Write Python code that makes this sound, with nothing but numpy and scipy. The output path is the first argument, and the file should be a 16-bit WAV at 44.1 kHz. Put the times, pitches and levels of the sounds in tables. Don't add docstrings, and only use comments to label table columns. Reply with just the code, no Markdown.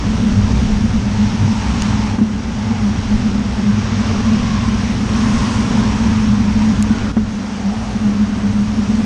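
import sys
import numpy as np
from scipy import signal
from scipy.fft import rfft, irfft, next_fast_len
from scipy.io import wavfile
from scipy.ndimage import uniform_filter1d, minimum_filter1d, map_coordinates

SR = 44100
rng = np.random.default_rng(int(sys.argv[2]) if len(sys.argv) > 2 else 0)


def waveform_to_disk(signal):
    frames = np.transpose(np.atleast_2d(signal))
    scaled = np.clip(frames, -1, 1) * 32767
    samples = np.round(scaled).astype(np.int16)
    wavfile.write(sys.argv[1], SR, samples)


N = 399105
TIME = np.arange(N) / SR

# t/s, relative wind level/dB, relative frame level/dB
RIDE_LEVELS = [(0.0, -17.5, -22), (0.4, -17, -16), (0.64, -13, -21.5), (0.95, -15.5, -17.5),
               (1.15, -23, -17), (1.68, -19, -24.5), (2.24, -22.5, -17.5), (2.48, -19, -27),
               (2.64, -25.5, -18.5), (3.12, -19, -19), (3.6, -21.5, -26), (3.76, -23, -14.5),
               (4.8, -18, -19), (6.4, -19, -19), (7.0, -21, -22.5), (7.2, -19.5, -18), (7.44, -29.5, -34),
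               (7.8, -23, -23), (8.3, -24.5, -24), (8.65, -23.5, -23.5), (9.05, -22, -22.5)]
# t/s, half length/s, lift/dB
WIND_GUSTS = [(0.55, 0.046, 3.5), (1.72, .07, 4), (3.52, 0.038, 5), (5.38, 0.041, 6), (5.48, 0.035, -13),
              (6.07, 0.042, 2.5), (6.5, 0.059, 1.5), (8.65, 0.073, 4)]
# t/s, half length/s, level/dB
WIND_EDDIES = [(0.3, 0.046, -22), (0.74, .05, -17.5), (0.95, .04, -24), (3.158, 0.049, -19),
               (5.37, .04, -25), (8.58, .06, -33)]
# f/Hz, relative density/dB
WIND_SPECTRUM = [(10, -31), (22, -12.5), (32, -13), (45, -12), (55, -4), (66, -0.5), (77, -13.5),
                 (105, -19.5), (125, -9), (148, -20), (175, -8), (300, -35.5), (800, -73)]
EDDY_SPECTRUM = [(12, -21), (24, -4), (36, 0), (50, -12), (90, -24), (300, -44)]
# f/Hz, width/Hz, relative level/dB
FRAME_MODES = [(99.4, 5.4, -2.5), (113.3, 15, -7.5)]
# t/s, half length/s, lift/dB
FRAME_SHUDDERS = [(0.41, 0.036, 7), (1.217, 0.056, 3), (1.45, 0.061, 13), (1.93, .045, 6), (2.7, .05, 1),
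                  (3.39, 0.041, 8), (5.1, .1, 4), (6.12, .04, 4.5), (6.32, .04, 6), (6.77, 0.071, 10),
                  (8.5, .04, 4)]
# t/s, splat level/dB, ring level/dB, ring f/Hz
RAINDROPS = [(1.8211, -13, -11, 6550), (6.8256, -10.5, -10.5, 6750)]
# closest t/s, half length/s, roar f/Hz,
# whine f/Hz, whine width/Hz, then level/dB when closest of roar, whine, rumble, spray and mist
TYRE_PASSES = [(0.119, .3, 900, 908, 170, -45.5, -51, -35, -35, -52),
               (0.618, .24, 900, 881, 172, -43, -47.5, -33.5, -33.5, -51.5),
               (1.25, .16, 860, 862, 130, -40, -36, -45, -33.5, -53),
               (1.6, .16, 900, 890, 110, -40, -33.5, -44, -34.5, -49),
               (1.86, .17, 1100, 1050, 199, -35, -34, -38, -31.5, -47.5),
               (2.06, .14, 950, 885, 120, -38, -34, -38, -38, -53.5),
               (2.68, .22, 900, 832, 110, -42, -35.5, -39, -40, -64),
               (3.08, .28, 1099, 894, 149, -39.5, -40.5, -40.5, -37, -57),
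               (4.08, .32, 1051, 1082, 155, -38, -38, -31.5, -31.5, -55.5),
               (4.532, .24, 1081, 1067, 85, -41, -32.5, -48.5, -33.5, -57),
               (4.86, 0.1202, 1000, 1077, 100, -44, -44.5, -39, -34, -56),
               (5.2, .1, 1150, 1093, 170, -35, -33, -33, -31, -47.5),
               (5.46, .2, 1070, 1052, 154, -33.5, -31, -33, -30, -40),
               (5.799, .18, 900, 929, 140, -35, -32.5, -31.5, -32, -59.5),
               (6.06, .14, 1050, 981, 120, -36, -34.5, -34.5, -35, -50.5),
               (6.23, .16, 1110, 1169, 150, -38, -35, -39, -36, -51),
               (6.65, .18, 950, 942, 140, -37.5, -34.5, -36, -34.5, -53),
               (7.0, .16, 1150, 1452, 130, -37.5, -38.5, -33.5, -37.5, -52.5),
               (7.781, .27, 800, 759.5, 140, -40, -36, -50.5, -45, -56),
               (8.3, .22, 1200, 1100, 220, -42, -41, -55, -55, -62),
               (8.951, .2, 852, 692, 150, -37.5, -41.5, -40.5, -39, -50)]
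# f/Hz, relative density/dB
RUMBLE_SPECTRUM = [(120, -30), (280, -1.5), (325, -7.5), (368, 4), (405, -0.5), (437, 3.5), (470, 0),
                   (570, -3.5), (680, -5), (850, -4), (1400, -9), (3000, -41.5)]
SPRAY_SPECTRUM = [(300, -25.5), (700, -4.5), (1300, -2), (1650, 1.5), (2200, 1), (3000, -0.5), (4100, -4),
                  (5100, -3.5), (5800, -1), (6200, -7.5), (6500, -4), (7000, -14), (8500, -21),
                  (11000, -51.5)]
MIST_SPECTRUM = [(3000, -21.5), (6000, 2), (7700, -1.5), (8700, -5), (10000, -12.5), (11100, -16.5),
                 (11800, -43.5), (14000, -79.5)]
# t/s, ring gain/dB, scuff gain/dB, tilt/(dB per octave)
ROAD_BUMPS = [(2.135, -6.5, -19, 0), (2.183, -1, 0, 1), (2.212, 4, -3, 0), (4.677, -4, -24, -11),
              (6.904, -1.5, -17, -7), (7.166, 3.5, 5, 0)]
# f/Hz, relative level/dB, t60/s
THUMP_MODES = [(99, -24, 0.053), (218.7, 3.5, 0.11), (250.2, -9, 0.054), (378, -16.5, 0.094),
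               (434, -24.5, 0.16), (890, -37, 0.053)]
# f/Hz, width/Hz, relative level/dB
MOUNT_MODES = [(207.2, 10.7, 2), (220.2, 15.2, -6)]
UPPER_MODES = [(234.9, 10.6, 0), (275.5, 11.8, 0)]
# t/s, level/dB
DRONE_LEVELS = [(0.0, -28), (0.24, -20.5), (0.7, -21.5), (1.1, -21.5), (1.5, -20), (1.68, -25.5),
                (1.84, -20.5), (2.08, -21.5), (2.26, -20), (2.55, -22), (3.02, -24), (3.3, -20), (4.5, -20),
                (5.4, -20), (5.85, -21), (6.24, -15.5), (6.8, -17), (6.97, -23.5), (7.22, -15), (7.47, -25),
                (7.9, -21.5), (8.3, -19.5), (9.04, -19)]
# t/s, relative level/dB of the lower one, of the higher one
UPPER_LEVELS = [(0.0, -28, -28), (0.28, -18, -30), (0.45, -23, -30), (1.0, -25.5, -32.5), (1.5, -28, -31),
                (2.2, -27, -27.5), (2.6, -22.5, -39.5), (2.95, -30.5, -31), (3.28, -18, -32),
                (3.7, -26, -44), (4.05, -21.5, -29.5), (4.3, -18, -32), (4.8, -23.5, -34), (5.1, -20, -28),
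                (5.38, -16.5, -29), (5.65, -23, -26), (6.25, -20.5, -31.5), (6.6, -23.5, -28.5),
                (7.2, -27, -26.5), (7.6, -33, -37), (7.85, -32, -38), (8.05, -30, -29), (8.6, -30, -33),
                (9.0, -22.5, -32)]
# t/s, half length/s, level/dB, f/Hz
ROUGH_PATCHES = [(0.083, 0.02, -13.5, 210.7), (0.273, 0.019, -11, 221.7), (0.392, 0.03, -12, 200.9),
                 (0.57, 0.019, -17, 208.3), (0.631, 0.016, -13, 218.8), (0.723, 0.027, -14, 208),
                 (0.849, 0.021, -11.5, 207.2), (0.956, 0.031, -13, 213.3), (1.22, 0.044, -10.5, 208.8),
                 (1.518, 0.028, -13.5, 213), (2.716, 0.016, -11, 223.4), (2.867, 0.066, -12.5, 208),
                 (3.133, 0.029, -10.5, 208.6), (3.275, .033, -12, 217.8), (3.693, .03, -9.5, 206.3),
                 (3.785, 0.025, -13.5, 206.4), (4.332, 0.047, -11.5, 215.3), (4.552, .028, -15, 209),
                 (4.856, 0.024, -15, 215), (5.153, .02, -12.5, 217.4), (5.217, 0.028, -13, 227),
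                 (5.368, 0.029, -15, 223.3), (5.598, 0.023, -12.5, 208.5), (5.795, .018, -10, 217),
                 (5.87, .02, -14, 211), (6.066, 0.021, -12.5, 218.5), (6.148, 0.026, -11.5, 220.8),
                 (6.214, 0.031, -12.5, 214.6), (6.314, 0.054, -11.5, 214.2), (6.565, 0.024, -13, 214.4),
                 (6.668, 0.077, -11, 213), (6.818, 0.042, -11, 211.8), (7.678, 0.046, -13.5, 201.5),
                 (8.068, 0.049, -11, 207.7), (8.217, 0.042, -10, 207.3), (8.46, 0.027, -12, 209.6),
                 (8.562, 0.021, -14.5, 212.6), (8.614, 0.035, -11.5, 208.3), (8.789, 0.022, -12, 214),
                 (8.9, .018, -9.5, 211.2), (8.948, 0.015, -11.5, 215), (8.996, 0.017, -12.5, 213)]
# t/s, nominal depth/dB, fall/s, recovery/s
LEVEL_DIPS = [(2.14, 4.5, 0.043, 0.24), (7.115, 7.5, 0.0089, 0.14)]

FLUTTER_DB, FLUTTER_PER_S = 1.2, 7
DROP_PUSH_DB, DROP_PUSH_S = -11, 0.00094
FAR_RUMBLE_DB, FAR_ROAR_DB, FAR_SPRAY_DB, FAR_MIST_DB = -34.5, -37.5, -36.5, -50
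DOPPLER = .05
FALLOFF, WHINE_FALLOFF, MIST_FALLOFF = 1.4, 1.88, 1.2
ROAR_WIDTH_HZ, WHINE_STEEPNESS = 770, 1.38
THROB_DB, THROB_PER_S = 4.2, 22
HUM_WAVER_HZ, HUM_WAVER_PER_S = 5.16, 45
PEAK_LIMIT, TOP_HZ = .78, 15500


def amp(db):
    return 10 ** (np.asarray(db) / 20)


def unit(x):
    return x / np.sqrt(np.mean(x ** 2) + 1e-20)


def curves(rows):
    s, *cols = np.transpose(rows)
    return [np.interp(TIME, s, c) for c in cols]


def wobble(rate):
    return map_coordinates(rng.standard_normal(400), [TIME * rate], mode="wrap")


def swells(s, half_s):
    return np.exp(-np.minimum(((TIME - s[:, None]) / half_s[:, None]) ** 2, 20))


def lifts(rows):
    s, half_s, lift_db = np.transpose(rows)
    return lift_db @ swells(s, half_s)


def filtered(x, response):
    size = next_fast_len(N + SR // 2)
    return irfft(rfft(x, size) * response(np.fft.rfftfreq(size, 1 / SR)), size)[:N]


def coloured(x, spectrum):
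    f, db = np.transpose(spectrum)
    return unit(filtered(x, lambda hz: amp(np.interp(np.log(hz + 1), np.log(f), db, right=-120))))


def patchy(depth_db):
    z = signal.stft(rng.standard_normal(N), nperseg=512)[2]
    field = uniform_filter1d(uniform_filter1d(rng.standard_normal(z.shape), size=6, axis=0), 14, axis=1)
    return unit(signal.istft(z * amp(depth_db * unit(field)), nperseg=512)[1][:N])


def evened(x, span_s):
    power = uniform_filter1d(uniform_filter1d(x * x, int(span_s * SR)), int(span_s * SR))
    return unit(x / np.sqrt(np.abs(power) + 1e-6))


def shaken(modes, skirt):
    out = np.zeros(N)
    for centre, width, db in modes:
        ring = lambda f, w: 1j * f * w / (centre ** 2 - f * f + 1j * f * w)
        grain = rng.standard_normal(N)
        out += amp(db) * unit(filtered(grain, lambda f: ring(f, width) * ring(f, skirt * width)))
    return unit(out)


def add(track, s, sound):
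    part = track[round(s * SR):][:len(sound)]
    part += sound[:len(part)]


def head_wind(level_db):
    gust_db = lifts(WIND_GUSTS) + FLUTTER_DB * wobble(FLUTTER_PER_S)
    buffet = evened(coloured(rng.standard_normal(N), WIND_SPECTRUM), span_s=0.067)
    return amp(level_db + gust_db - 3.5) * buffet


def eddies():
    s, half_s, eddy_db = np.transpose(WIND_EDDIES)
    air = evened(coloured(rng.standard_normal(N), EDDY_SPECTRUM), span_s=0.06)
    return amp(eddy_db) @ swells(s, half_s) * air


def frame_rumble(level_db):
    shudder_db = lifts(FRAME_SHUDDERS) + FLUTTER_DB * wobble(FLUTTER_PER_S)
    return amp(level_db + shudder_db - 4.0) * evened(shaken(FRAME_MODES, skirt=13.0), span_s=0.15)


def raindrops():
    out, t = np.zeros(N), np.arange(SR // 30) / SR
    rise_s, ring_t60_s = .0003, .009
    impact = t / rise_s * np.exp(1 - t / rise_s)
    splat_band = signal.butter(4, [1900, 8400], "bandpass", fs=SR)
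    push = t / DROP_PUSH_S * np.exp(1 - t / DROP_PUSH_S)
    for s, splat_db, ring_db, hz in RAINDROPS:
        splat = signal.lfilter(*splat_band, rng.standard_normal(len(t)) * impact)
        splat *= np.sqrt(np.sum(impact ** 2) / np.sum(splat ** 2))
        ring = np.sin(2 * np.pi * hz * t) * amp(-60 * t / ring_t60_s) * (1 - np.exp(-t / rise_s))
        add(out, s, amp(splat_db) * splat + amp(ring_db) * ring - amp(DROP_PUSH_DB) * push)
    return out


def droplets(per_s, spread_db):
    hits = rng.random(N) < per_s / SR
    return unit(hits * rng.standard_normal(N) * amp(spread_db * rng.standard_normal(N)))


def tread_roar(centre_hz):
    hump = lambda f: (f < 9000) / (1 + (f / ROAR_WIDTH_HZ) ** 2)
    a, b = filtered(rng.standard_normal(N), hump), filtered(rng.standard_normal(N), hump)
    phase = 2 * np.pi * np.cumsum(centre_hz) / SR
    return unit(a * np.cos(phase) + b * np.sin(phase))


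def tread_whine(gains, pitches_hz, widths_hz, clock):
    t = TIME[::8]
    rate = 1 / t[1]
    out = np.zeros(len(t))
    for gain, hz, width_hz in zip(gains, pitches_hz, widths_hz):
        hump = 1 / (1 + (np.fft.fftfreq(len(t), t[1]) / width_hz) ** 2) ** WHINE_STEEPNESS
        band = np.fft.ifft(hump * np.exp(2j * np.pi * rng.random(len(t))))
        phase = 2 * np.pi * np.cumsum(np.interp(t, clock, hz)) / rate
        out += np.interp(t, clock, gain) * unit((band * np.exp(1j * phase)).real)
    return filtered(signal.resample_poly(out, 8, 1)[:N], lambda hz: hz < rate / 2)


def traffic():
    s, half_s, roar_hz, whine_hz, width_hz, *levels = np.transpose(TYRE_PASSES)[:, :, None]
    roar_db, whine_db, rumble_db, spray_db, mist_db = levels
    clock = np.linspace(0, TIME[-1], 900)
    smooth = lambda values: np.interp(TIME, clock, values)
    along = (clock - s) / half_s
    distance = np.hypot(1, along)
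    doppler = 1 - DOPPLER * along / distance
    power = lambda db, falloff: (amp(db) / distance ** falloff) ** 2
    gain = lambda powers, far_db: smooth(np.sqrt(powers.sum(axis=0) + amp(far_db) ** 2))
    roar_power = power(roar_db, FALLOFF)
    centre_hz = smooth(np.average(roar_hz * doppler, axis=0, weights=roar_power))
    roar = gain(roar_power, FAR_ROAR_DB) * tread_roar(centre_hz)
    whine = tread_whine(amp(whine_db) / distance ** WHINE_FALLOFF, doppler * whine_hz, width_hz, clock)
    rolling = coloured(patchy(depth_db=1.15), RUMBLE_SPECTRUM)
    splash = coloured(patchy(depth_db=0.77) + 0.43 * droplets(per_s=2500, spread_db=4), SPRAY_SPECTRUM)
    fizz = coloured(patchy(depth_db=2.5) + .5 * droplets(per_s=1100, spread_db=2.5), MIST_SPECTRUM)
    rumble = gain(power(rumble_db, FALLOFF), FAR_RUMBLE_DB) * rolling
    spray = gain(power(spray_db, FALLOFF), FAR_SPRAY_DB) * splash
    mist = gain(power(mist_db, MIST_FALLOFF), FAR_MIST_DB) * fizz
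    return rumble + roar + whine + spray + mist


def bumps():
    out, t = np.zeros(N), np.arange(SR // 4) / SR
    swell = 1 - np.exp(-t / .005)
    scuff_band, scuff_t60_s = signal.butter(3, 1300, fs=SR), 0.045
    for s, ring_db, scuff_db, tilt_db in ROAD_BUMPS:
        ring = np.zeros(len(t))
        for hz, level_db, t60 in THUMP_MODES:
            start_db = level_db + tilt_db * np.log2(hz / MOUNT_MODES[0][0]) + rng.normal(0, 1)
            ring += amp(start_db - 60 * t / t60) * np.sin(2 * np.pi * hz * t)
        scuff = signal.lfilter(*scuff_band, rng.standard_normal(len(t))) * amp(-60 * t / scuff_t60_s)
        add(out, s, (amp(ring_db) * ring + amp(scuff_db) * scuff) * swell)
    return out


def camera_mount():
    s, half_s, patch_db, patch_hz = np.transpose(ROUGH_PATCHES)
    on_patch = swells(s, half_s)
    off_patch = np.clip(1 - on_patch.sum(axis=0), 0, 1)
    pitch_hz = np.interp(TIME, s, patch_hz) + HUM_WAVER_HZ * wobble(HUM_WAVER_PER_S)
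    hum = amp(patch_db) @ on_patch * unit(np.sin(2 * np.pi * np.cumsum(pitch_hz) / SR))
    drone_db = curves(DRONE_LEVELS)[0] + THROB_DB * np.tanh(wobble(THROB_PER_S))
    drone = off_patch * amp(drone_db) * evened(shaken(MOUNT_MODES, skirt=3.5), span_s=0.051)
    upper = sum(amp(db - 2.5) * evened(shaken([mode], skirt=3.8), span_s=0.093)
                for mode, db in zip(UPPER_MODES, curves(UPPER_LEVELS)))
    drone_duck = np.prod([1 - .8 * np.exp(-((TIME - at - .01) / .025) ** 2)
                          for at, *_ in ROAD_BUMPS], axis=0)
    return hum + drone_duck * (drone + upper)


def scene():
    wind_db, frame_db = curves(RIDE_LEVELS)
    ride = camera_mount() + frame_rumble(frame_db) + head_wind(wind_db) + eddies() + bumps()
    return (ride + traffic() + raindrops())[None]


def record(dry):
    dip_db = sum(depth * np.clip((TIME - s) / fall, 0, 1) * np.exp(-np.maximum(TIME - s, 0) / recovery)
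                 for s, depth, fall, recovery in LEVEL_DIPS)
    x = dry[0] * amp(-dip_db)
    needed_gain = np.minimum(1, PEAK_LIMIT / (np.abs(x) + 1e-9))
    limiter_gain = uniform_filter1d(minimum_filter1d(needed_gain, size=601), size=601)
    return filtered(x * limiter_gain, lambda hz: hz < TOP_HZ)[None]


dry = scene()
out = record(dry)
waveform_to_disk(out)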